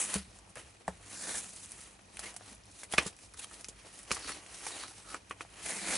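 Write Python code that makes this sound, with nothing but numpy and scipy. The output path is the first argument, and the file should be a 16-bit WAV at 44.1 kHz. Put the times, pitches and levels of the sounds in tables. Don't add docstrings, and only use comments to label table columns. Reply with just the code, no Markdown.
import sys
import numpy as np
from scipy import signal
from scipy.fft import rfft, irfft
from scipy.io import wavfile
from scipy.ndimage import uniform_filter1d

SR = 44100
rng = np.random.default_rng(int(sys.argv[2]) if len(sys.argv) > 2 else 0)


def nominal_scale(level):
    x = np.asarray(level, float) / 20
    return 10 ** x


def file_out(sig):
    cols = np.atleast_2d(sig).T
    lim = np.clip(cols, -1, 1)
    pcm = np.round(lim * 32767).astype(np.int16)
    wavfile.write(sys.argv[1], SR, pcm)


N = 263277

# (start_s, end_s, blade_hz)
CUTS = [
    (1.12, 1.42, 1800),
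    (5.62, 6.1, 2000),
]


def unit(x):
    return x / np.sqrt(np.mean(x ** 2) + 1e-30)


def band(x, lo_hz, hi_hz, order=2):
    return signal.sosfilt(signal.butter(order, [lo_hz, hi_hz], "bandpass", fs=SR, output="sos"), x)


def ring(x, modes):
    out = 0
    for k, (hz, width_hz, level_db) in enumerate(modes):
        out = out + (-1) ** k * nominal_scale(level_db) * band(x, hz - width_hz / 2, hz + width_hz / 2, order=1)
    return out


def walk(rate_hz):
    hold = int(SR / rate_hz)
    steps = np.repeat(rng.standard_normal(N // hold + 1), hold)
    return unit(uniform_filter1d(uniform_filter1d(steps, hold), hold)[:N])


def threads(n, share, spread_db, width):
    draw = rng.random((3, n))
    level_db = np.minimum(-spread_db * np.log(draw[0] + 1e-9), 30)
    size = nominal_scale(level_db) * (draw[1] < share)
    mid = size * np.sign(draw[2] - .5)
    return np.array([mid, width * mid * rng.standard_normal(n)])


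def on_log_axis(hz, points):
    point_hz, point_db = np.array(points).T
    return nominal_scale(np.interp(np.log(hz), np.log(point_hz), point_db))


def room_tone():
    # (hz, level_db per Hz)
    room_curve = [(15, -37), (25, -15), (75, 7), (143, 4), (420, -10.5), (1090, -21), (2230, -9),
                  (2470, -32), (2730, -11), (4930, -14.5), (9860, -17), (10600, -16), (11500, -11),
                  (15000, -65), (22000, -120)]
    # (hz, side_minus_mid_db)
    side_curve = [(60, -17), (110, -10.5), (190, -4), (350, 6.5), (620, 14.5), (1120, 18), (2010, 4),
                  (3600, 1), (6460, 0.5), (11600, -1)]
    # (hz, width_hz, rms_db)
    hum_bands = [
        (53.2, 8.3, -65.5),
        (100.5, 5.2, -68),
        (192, 28, -71),
    ]
    hz = np.fft.rfftfreq(N, 1 / SR) + 1
    shape = on_log_axis(hz, room_curve)
    mid = irfft(rfft(rng.standard_normal(N)) * shape, N)
    side = irfft(rfft(rng.standard_normal(N)) * shape * on_log_axis(hz, side_curve), N)
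    out = np.array([mid, side]) * nominal_scale(-68) / np.std(mid)
    for hum_hz, width_hz, rms_db in hum_bands:
        hum = band(rng.standard_normal(N), hum_hz - width_hz / 2, hum_hz + width_hz / 2, order=1)
        out[0] += nominal_scale(rms_db + .8 * walk(11)) * unit(hum)
    return out


def effort(share, drags_db, tugs_db, fade, rest_db):
    # (peak_s, rise_s, fall_s, hiss_db, weight_db on the sheet)
    drags = [(0.0, .1, 0.17, -33.5, -12), (.154, 0.11, 0.084, -37, -6.5), (.374, 0.16, 0.074, -60.5, -8),
             (.504, .065, 0.04, -59, -18), (.573, 0.022, 0.12, -53.5, -1), (.7, 0.24, 0.24, -66, -3.5),
             (.893, 0.054, 0.13, -60, -5), (1.135, 0.15, 0.54, -49.5, -8), (1.29, 0.28, 0.29, -41, -8),
             (1.385, 0.19, .09, -39.5, -11), (1.47, .1, 0.43, -53.5, -12), (1.55, 0.2, 0.12, -58, -11),
             (1.648, 0.26, 0.032, -49, -14), (1.7, .05, 0.09, -64, -14), (1.826, 0.37, .19, -52.5, -7),
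             (2.17, 0.15, 0.35, -57, -6.5), (2.2, 0.014, 0.043, -56, -1), (2.235, 0.066, 0.091, -54, 0),
             (2.265, .09, 0.088, -46, -3.5), (2.295, 0.053, 0.031, -53, -3), (5.57, 0.51, 0.24, -62, -1.5),
             (5.69, 0.14, 0.64, -41, -4), (5.91, 0.15, 0.55, -35.5, -3)]
    # (peak_s, rise_s, fall_s, hiss_db, weight_db on the sheet)
    tugs = [(2.5, 0.17, 0.13, -56, -6.5), (2.819, 0.16, 0.093, -52.5, -11.5),
            (2.935, 0.045, 0.069, -43, -8), (2.993, 0.037, 0.076, -50.5, 7), (3.078, 0.099, 0.051, -46, -8),
            (3.253, 0.21, 0.13, -59.5, -10), (3.375, .015, .05, -50.5, -11),
            (3.397, 0.027, 0.025, -42, -16.5), (3.435, 0.09, 0.04, -49.5, -9),
            (3.532, 0.099, 0.27, -55, -8.5), (3.86, 0.36, 0.52, -67.5, 2), (3.98, 0.34, 0.21, -56, -11),
            (4.121, 0.096, 0.39, -49, -4), (4.295, 0.14, 0.13, -46.5, -6),
            (4.335, 0.067, 0.18, -52.5, -4.5), (4.548, 0.075, 0.036, -50.5, -6),
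            (4.679, 0.29, 0.47, -47.5, -8.5), (4.834, 0.41, 0.085, -51.5, -2.5),
            (4.984, 0.17, 0.22, -61, -5), (5.105, 0.078, 0.1, -50.5, -8.5), (5.148, 0.036, 0.042, -53, 0),
            (5.313, 0.012, 0.029, -63, 12.5), (5.418, 0.038, 0.039, -53.5, -2)]
    fade_db, fade_bend = 24, 1.073
    t = np.arange(0, N + 64, 64) / SR
    power = nominal_scale(2 * rest_db)
    for rows, kind_db in ((drags, drags_db), (tugs, tugs_db)):
        for s, rise, fall, hiss_db, weight_db in rows:
            away = np.maximum((s - t) / max(rise, .01), (t - s) / max(fall, .01))
            peak_db = hiss_db + kind_db + share * weight_db
            power = power + nominal_scale(2 * (peak_db - fade * fade_db * away ** fade_bend))
    return np.interp(np.arange(N) / SR, t, 10 * np.log10(power))


def patchy(x, edges_hz, patchy_db):
    out = 0
    for k, (lo, hi) in enumerate(zip(edges_hz, edges_hz[1:])):
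        out = out + nominal_scale(patchy_db * walk(17)) * band(x, lo, hi) * (-1) ** k
    return unit(out)


def blade_ridge(sheet):
    # (hz, width_hz, level_db)
    sheet_modes = [(1200, 330, -10), (1890, 138, 5), (2570, 1030, -1.5), (3264, 660, 3)]
    t = np.arange(N) / SR
    out = unit(.5 * band(sheet, 870, 3330, order=1) + ring(sheet, sheet_modes))
    for start, end, hz in CUTS:
        share = .75 * np.clip(np.minimum(t - start, end - t) / .05, 0, 1)
        out = (1 - share) * out + share * unit(band(sheet, hz - 260, hz + 300, order=1))
    return out


def rubbing():
    # (share of the weight, drags_db, tugs_db, share of the fade, rest_db)
    layers = [
        (0.015, -1.06, -0.34, 1.007, -73.5),
        (0.42, -6, -2.1, 0.94, -75.5),
        (.99, -0.8, 1, 0.91, -73),
        (1, -6.5, -2.5, 0.84, -70),
        (0.67, -17, -23, 0.59, -84),
        (1, -53, -11.5, 1.26, -84),
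    ]
    # (hz, width_hz, level_db)
    table_modes = [
        (190, 31, -4),
        (365, 460, -24),
    ]
    hiss_db, blade_db, sheet_db, pad_db, table_db, stuffing_db = (effort(*layer) for layer in layers)

    grip = nominal_scale(1.1 * walk(70) + 1.2 * walk(250))
    fine = grip * threads(N, share=.25, spread_db=2.0, width=0.35)
    coarse = grip * threads(N, share=.25, spread_db=2.0, width=0.35)

    fibres = patchy(fine, np.geomspace(5800, 12500, 5), patchy_db=0.85) * np.std(fine)
    fibre_peak = nominal_scale(0.87 * walk(35)) * band(fine, 9360, 9800, order=1)
    hiss = unit(0.48 * fibres + 0.52 * fibre_peak)
    out = nominal_scale(hiss_db + 0.61 * walk(60)) * hiss * np.array([[1], [.7]])

    blade = patchy(coarse, np.geomspace(3200, 6600, 5), patchy_db=1.8)
    out += nominal_scale(blade_db + 1.1 * walk(50)) * blade

    sheet = band(fine, 960, 2520, order=1)
    out += nominal_scale(sheet_db + 0.64 * walk(40)) * blade_ridge(sheet)

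    pad = unit(band(coarse, 280, 1000))
    out += nominal_scale(pad_db + 1.8 * walk(45)) * pad * np.array([[1], [.7]])
    stuffing = unit(band(coarse, 290, 450))
    out += nominal_scale(stuffing_db + 2.2 * walk(22)) * stuffing * np.array([[1], [.5]])

    t = np.arange(N) / SR
    press = sum(np.clip(np.minimum(t - start, end - t) / .02, 0, 1) for start, end, _ in CUTS)
    table = unit(ring(band(fine, 184, 540), table_modes))
    return out + nominal_scale(table_db + 3.5 * press) * table * np.array([[1], [.3]])


def sings():
    # (middle_s, half_length_s, pitch_hz, rms_db)
    slides = [(0.02, .03, 7830, -46), (1.19, .04, 7170, -56), (2.245, .012, 1930, -52),
              (2.268, .008, 2100, -51), (3.398, 0.0051, 2730, -52), (3.434, 0.0048, 3300, -56),
              (3.445, 0.004, 3300, -51), (4.264, 0.039, 4480, -56), (4.324, 0.013, 5700, -52),
              (4.328, .015, 4310, -51.5), (4.687, .035, 8600, -61), (4.742, .03, 3890, -57),
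              (4.82, 0.04, 4400, -58), (4.84, .03, 3930, -62), (4.987, .012, 8200, -64),
              (5.026, .022, 8110, -64), (5.075, .03, 1260, -60.5), (5.117, 0.027, 1280, -58.5),
              (5.16, 0.012, 1400, -56)]
    width_hz = 255
    t = np.arange(N) / SR
    clicks = threads(N, share=0.22, spread_db=2.5, width=0.27)
    out = 0
    for s, half, hz, rms_db in slides:
        swell = np.exp(-((t - s) / half) ** 4)
        out = out + nominal_scale(rms_db) * swell * unit(band(clicks, hz - width_hz / 2, hz + width_hz / 2))
    return out


def camera_tick():
    first_s, period_s, length_s = .01, .04, .0026
    t = np.arange(N) / SR
    lag = (t - first_s + period_s / 2) % period_s - period_s / 2
    blip = np.exp(-(lag / length_s) ** 2) * np.sin(2 * np.pi * 2460 * lag)
    return nominal_scale(-61.5 + 1.2 * walk(25)) * blip * np.array([[1], [.1]])


def burst(t60, rattle_db, crack):
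    t = np.arange(8192) / SR
    rattle = unit(threads(8192, share=0.33, spread_db=4.0, width=0.29))
    out = nominal_scale(rattle_db - 60 * t / np.clip(t60, .01, .3)) * rattle
    out[:, :len(crack)] += crack * np.array([[1], [0.12 * rng.standard_normal()]])
    return out


def add(out, s, peak_db, y):
    at = int(s * SR)
    out[:, at:at + y.shape[1]] += nominal_scale(peak_db) * y / np.max(np.abs(y[0]))


def knocks():
    # (start_s, peak_db, low_hz, fold_mode_db)
    tip_taps = [(.557, -39, 565, 3), (.571, -33.5, 550, 0), (.158, -34.5, 546, -17), (.315, -52, 530, -15),
                (.389, -50, 700, -7), (.8793, -24.5, 760, -4.5), (.8804, -24, 666, -9),
                (.8865, -32, 597, -24), (1.348, -34.5, 660, -5), (2.1925, -34.5, 684, -1.5),
                (2.4095, -42.5, 583, -9), (3.512, -43.5, 1180, -8), (4.909, -47, 740, -13)]
    wide_folds = [(0.1405, -31, 820, 1), (2.343, -47, 730, -13), (2.364, -40.5, 700, -1),
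                  (2.833, -33.5, 495, 5), (2.937, -22, 750, -5.5), (2.945, -29, 1300, 0),
                  (2.985, -19.5, 1150, -13), (3.342, -43, 1200, -4), (4.161, -36, 1120, 6),
                  (4.1678, -29, 1140, -5.5), (4.284, -35, 1150, -1), (4.293, -26.5, 1117, 0.5),
                  (4.32, -37, 1210, 3), (4.8365, -31, 1230, -20), (5.101, -46, 1270, -30)]
    flap_folds = [(1.992, -45, 760, -6), (2.171, -33.5, 1250, 22), (2.9809, -10.5, 740, 1),
                  (2.9833, -7.5, 1170, 8), (2.994, -33, 1150, 5), (3.062, -35.5, 1200, -12),
                  (3.189, -44, 665, 10), (3.394, -41, 1150, 20), (3.408, -45, 1500, 0),
                  (3.6446, -34, 1130, 23), (3.848, -46, 580, -16), (4.108, -21, 513, 3),
                  (4.115, -15.5, 1200, -0.7), (4.246, -37, 1160, -11), (4.277, -36, 1150, -8),
                  (4.463, -38, 904, 22), (4.666, -28.5, 815, -4.5), (4.6686, -29.5, 900, -3),
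                  (4.706, -39, 980, -14), (5.145, -24.5, 1280, -8.5), (5.31, -24.5, 1125, -3.5),
                  (5.408, -25.5, 1120, -4), (5.45, -42, 700, -21)]
    tight_folds = [(2.925, -28, 1700, 6.2), (2.9376, -23, 760, 11), (2.994, -25, 1400, 10),
                   (3.373, -48, 990, 3.5), (3.43, -53, 1450, 6), (3.4438, -32.5, 1100, 4.5),
                   (3.685, -39.5, 1020, 3)]
    # mode hz, and rattle decay t60_s
    fold_modes_hz = (1776, 2040, 2510, 3300)
    fold_decays_s = (0.078, 0.077, 0.042, 0.041)
    # (hz, width_hz, level_db)
    pad_modes = [
        (417, 297, -3),
        (704, 60, -23),
    ]
    out, push = np.zeros((2, N + 8192)), np.hanning(11)
    kinds = (tip_taps, wide_folds, flap_folds, tight_folds)
    for rows, fold_hz, t60 in zip(kinds, fold_modes_hz, fold_decays_s):
        for s, peak_db, low_hz, high_db in rows:
            high_hz = fold_hz * (1 + 0.0038 * rng.standard_normal())
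            hit = band(burst(t60, rattle_db=-14.5, crack=push), 110, 10500, order=1)
            click = [(low_hz, 0.38 * low_hz, 0), (high_hz, .5 * high_hz, high_db)]
            after = [(low_hz, 130, 3), (high_hz, 110, high_db + 3.5)]
            add(out, s, peak_db, ring(hit, click) + ring(hit, after) + 0.18 * ring(hit, pad_modes))
    return out[:, :N]


def crackles():
    # (start_s, peak_db, brightest_hz, rattle_db under the crack)
    shut = [(.1415, -8.5, 9750, -15), (.307, -46, 5600, -4), (.296, -47, 10000, -12),
            (.3885, -36, 7500, -18), (.5556, -30, 10000, -7), (.879, -32.5, 7540, 6),
            (1.492, -33, 9540, -15), (1.505, -34, 8350, -9), (1.535, -33, 9000, -12),
            (1.562, -33.5, 8550, -10.5), (1.659, -33, 8500, -14), (1.6935, -37.5, 9000, -12),
            (1.7104, -32, 8000, -18), (1.719, -23.5, 10400, -16.5), (1.807, -34, 8850, -8),
            (1.837, -37, 8000, -10), (1.874, -41, 9500, -10), (2.17, -29.5, 10100, -20),
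            (2.1926, -21.5, 10300, -9), (2.1985, -39, 10000, -14), (2.2075, -40, 9900, -10),
            (2.3415, -36, 9040, -4), (2.3642, -25.5, 9350, -14), (2.3715, -33, 7450, -15),
            (2.378, -43, 7800, -12), (2.5296, -34.5, 9860, -21), (2.5494, -38, 10400, -14),
            (2.558, -43, 7040, -14), (2.58, -49, 5500, -10), (2.637, -47, 5000, -8),
            (2.655, -44, 9870, -10), (2.667, -47, 5500, -14), (2.712, -43.5, 8450, 0),
            (2.722, -43, 7500, -3), (2.8, -41, 7000, -7), (2.834, -28, 10300, -3),
            (2.9243, -19, 10600, -22), (2.9364, -23, 8550, 3), (2.9775, -25, 5000, 6),
            (2.9801, -10.5, 9900, 14)]
    # (start_s, peak_db, brightest_hz, rattle_db under the crack)
    opened = [(3.023, -27, 8000, 9), (3.0649, -25, 6550, 8), (3.1652, -39, 10100, -3),
              (3.1892, -36.5, 10600, -3.5), (3.338, -34, 10400, -5), (3.3735, -34, 10600, 0),
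              (3.394, -32, 9300, -11), (3.3962, -26.5, 9800, -17), (3.416, -35, 8500, -8),
              (3.4438, -27, 9500, -17), (3.542, -35, 4300, -18), (3.6095, -34, 9400, -1),
              (3.6447, -27, 5570, -11), (3.6852, -25.5, 6460, -4), (3.9569, -39.5, 6070, -6),
              (3.9936, -40, 8500, -14), (4.031, -35.5, 8660, -3.5), (4.1074, -25, 4270, -2),
              (4.1152, -17.5, 3930, 8), (4.1465, -24, 9400, -2), (4.277, -28, 5500, -8),
              (4.463, -37, 7570, -1), (4.5446, -37, 4970, -1.1), (4.6503, -35, 5800, -3),
              (4.666, -26, 9600, 3), (4.7706, -31, 6760, 4), (4.79, -33, 6000, 3), (4.8344, -38, 4470, -4),
              (5.1444, -28.5, 7250, -17), (5.2959, -35, 10000, 6), (5.3093, -38.5, 8400, -3),
              (5.4086, -35.5, 9540, -1.1)]
    out, k = np.zeros((2, N + 8192)), np.arange(80)
    for rows, t60 in ((shut, 0.059), (opened, 0.066)):
        for s, peak_db, hz, rattle_db in rows:
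            tone = np.cos(2 * np.pi * hz * k / SR)
            crack = 2 * np.exp(-k / 14) * (tone + .6 * rng.standard_normal(80))
            snap = burst(t60, rattle_db, crack)
            hit = band(snap, 3750, 14740) + 0.23 * band(snap, 1500, 3800, order=1)
            add(out, s, peak_db, 0.71 * hit + 0.54 * band(hit, 1.04 * hz, 1.17 * hz, order=1))
    return out[:, :N]


def thuds():
    # (start_s, peak_db, low_hz, upper_mode_db, deep_mode_db)
    strikes = [(0.154, -26.5, 196, -6.5, -11), (.275, -52, 111, -8, 3), (.562, -45.5, 133, 4, -15),
               (.63, -50, 143, 2, 3), (.879, -33.5, 181, -5, -10), (1.3, -52, 110, -8, -3),
               (1.345, -54, 105, -4, -3), (2.515, -47.5, 233, -1, -17), (2.937, -26, 210, 12.5, -18),
               (2.982, -19, 217, 10, -22.5), (3.0596, -31, 187, 2, -19), (3.345, -50, 119, 0, 8),
               (3.38, -50, 110, 3, 4), (3.686, -40, 245, 9, -24), (4.113, -25, 220, 11.5, -24),
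               (4.25, -44, 300, 1, -13), (4.298, -34, 255, 21, -16), (5.144, -42.5, 225, 4, -20),
               (5.307, -39.5, 222, 12, -20.5), (5.406, -38.5, 159, 13, -15), (5.63, -52, 110, -4, 6),
               (5.877, -47, 192, 5, -5), (5.935, -45, 188, -10, -15)]
    out, t = np.zeros((1, N + 16384)), np.arange(16384) / SR
    for s, peak_db, hz, upper_db, deep_db in strikes:
        t60 = 11.9 / hz * np.exp(-0.1171 * upper_db)
        low = np.sin(2 * np.pi * hz * t)
        upper = nominal_scale(upper_db - 40 * t / t60) * np.sin(2 * np.pi * 420 * t)
        top = (low + upper) * nominal_scale(-60 * t / t60)
        top += .14 * np.sin(2 * np.pi * .9 * hz * t) * nominal_scale(-60 * t / (2.4 * t60))
        deep = nominal_scale(deep_db - 60 * t / 0.28) * np.sin(2 * np.pi * 70 * t) * (1 - np.exp(-t / 0.0043))
        add(out, s + 0.00177, peak_db, (1 - np.exp(-t / 0.001)) * (top + deep)[None])
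    return out[:, :N] * np.array([[1], [.08]])


def scene():
    near = rubbing() + knocks() + crackles() + thuds() + sings()
    t = np.arange(8192) / SR
    tail = rng.standard_normal((2, 8192)) * nominal_scale(-60 * t / 0.082) * (t > .003)
    tail *= 1 + 0.79 * np.exp(-((t - .007) / 0.001) ** 2)
    tail = nominal_scale(-15) * tail / np.sqrt(np.sum(tail[0] ** 2))
    tail[1] = .5 * band(tail[1], 450, 6000, order=1)
    reverb = signal.fftconvolve(near[:1], tail, axes=1)[:, :N]
    mid, side = near + reverb + room_tone() + camera_tick()
    return np.array([nominal_scale(-0.1) * (mid + side), mid - side])


def roll_off(x):
    return signal.sosfilt(signal.butter(12, 12200, fs=SR, output="sos"), x)


def record(dry):
    firm = signal.sosfilt(signal.butter(2, 38, "highpass", fs=SR, output="sos"), dry)
    mix = signal.sosfilt(signal.ellip(12, .5, 48, 10980, fs=SR, output="sos"), firm)
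    return roll_off(mix)


dry = scene()
out = record(dry)
file_out(out)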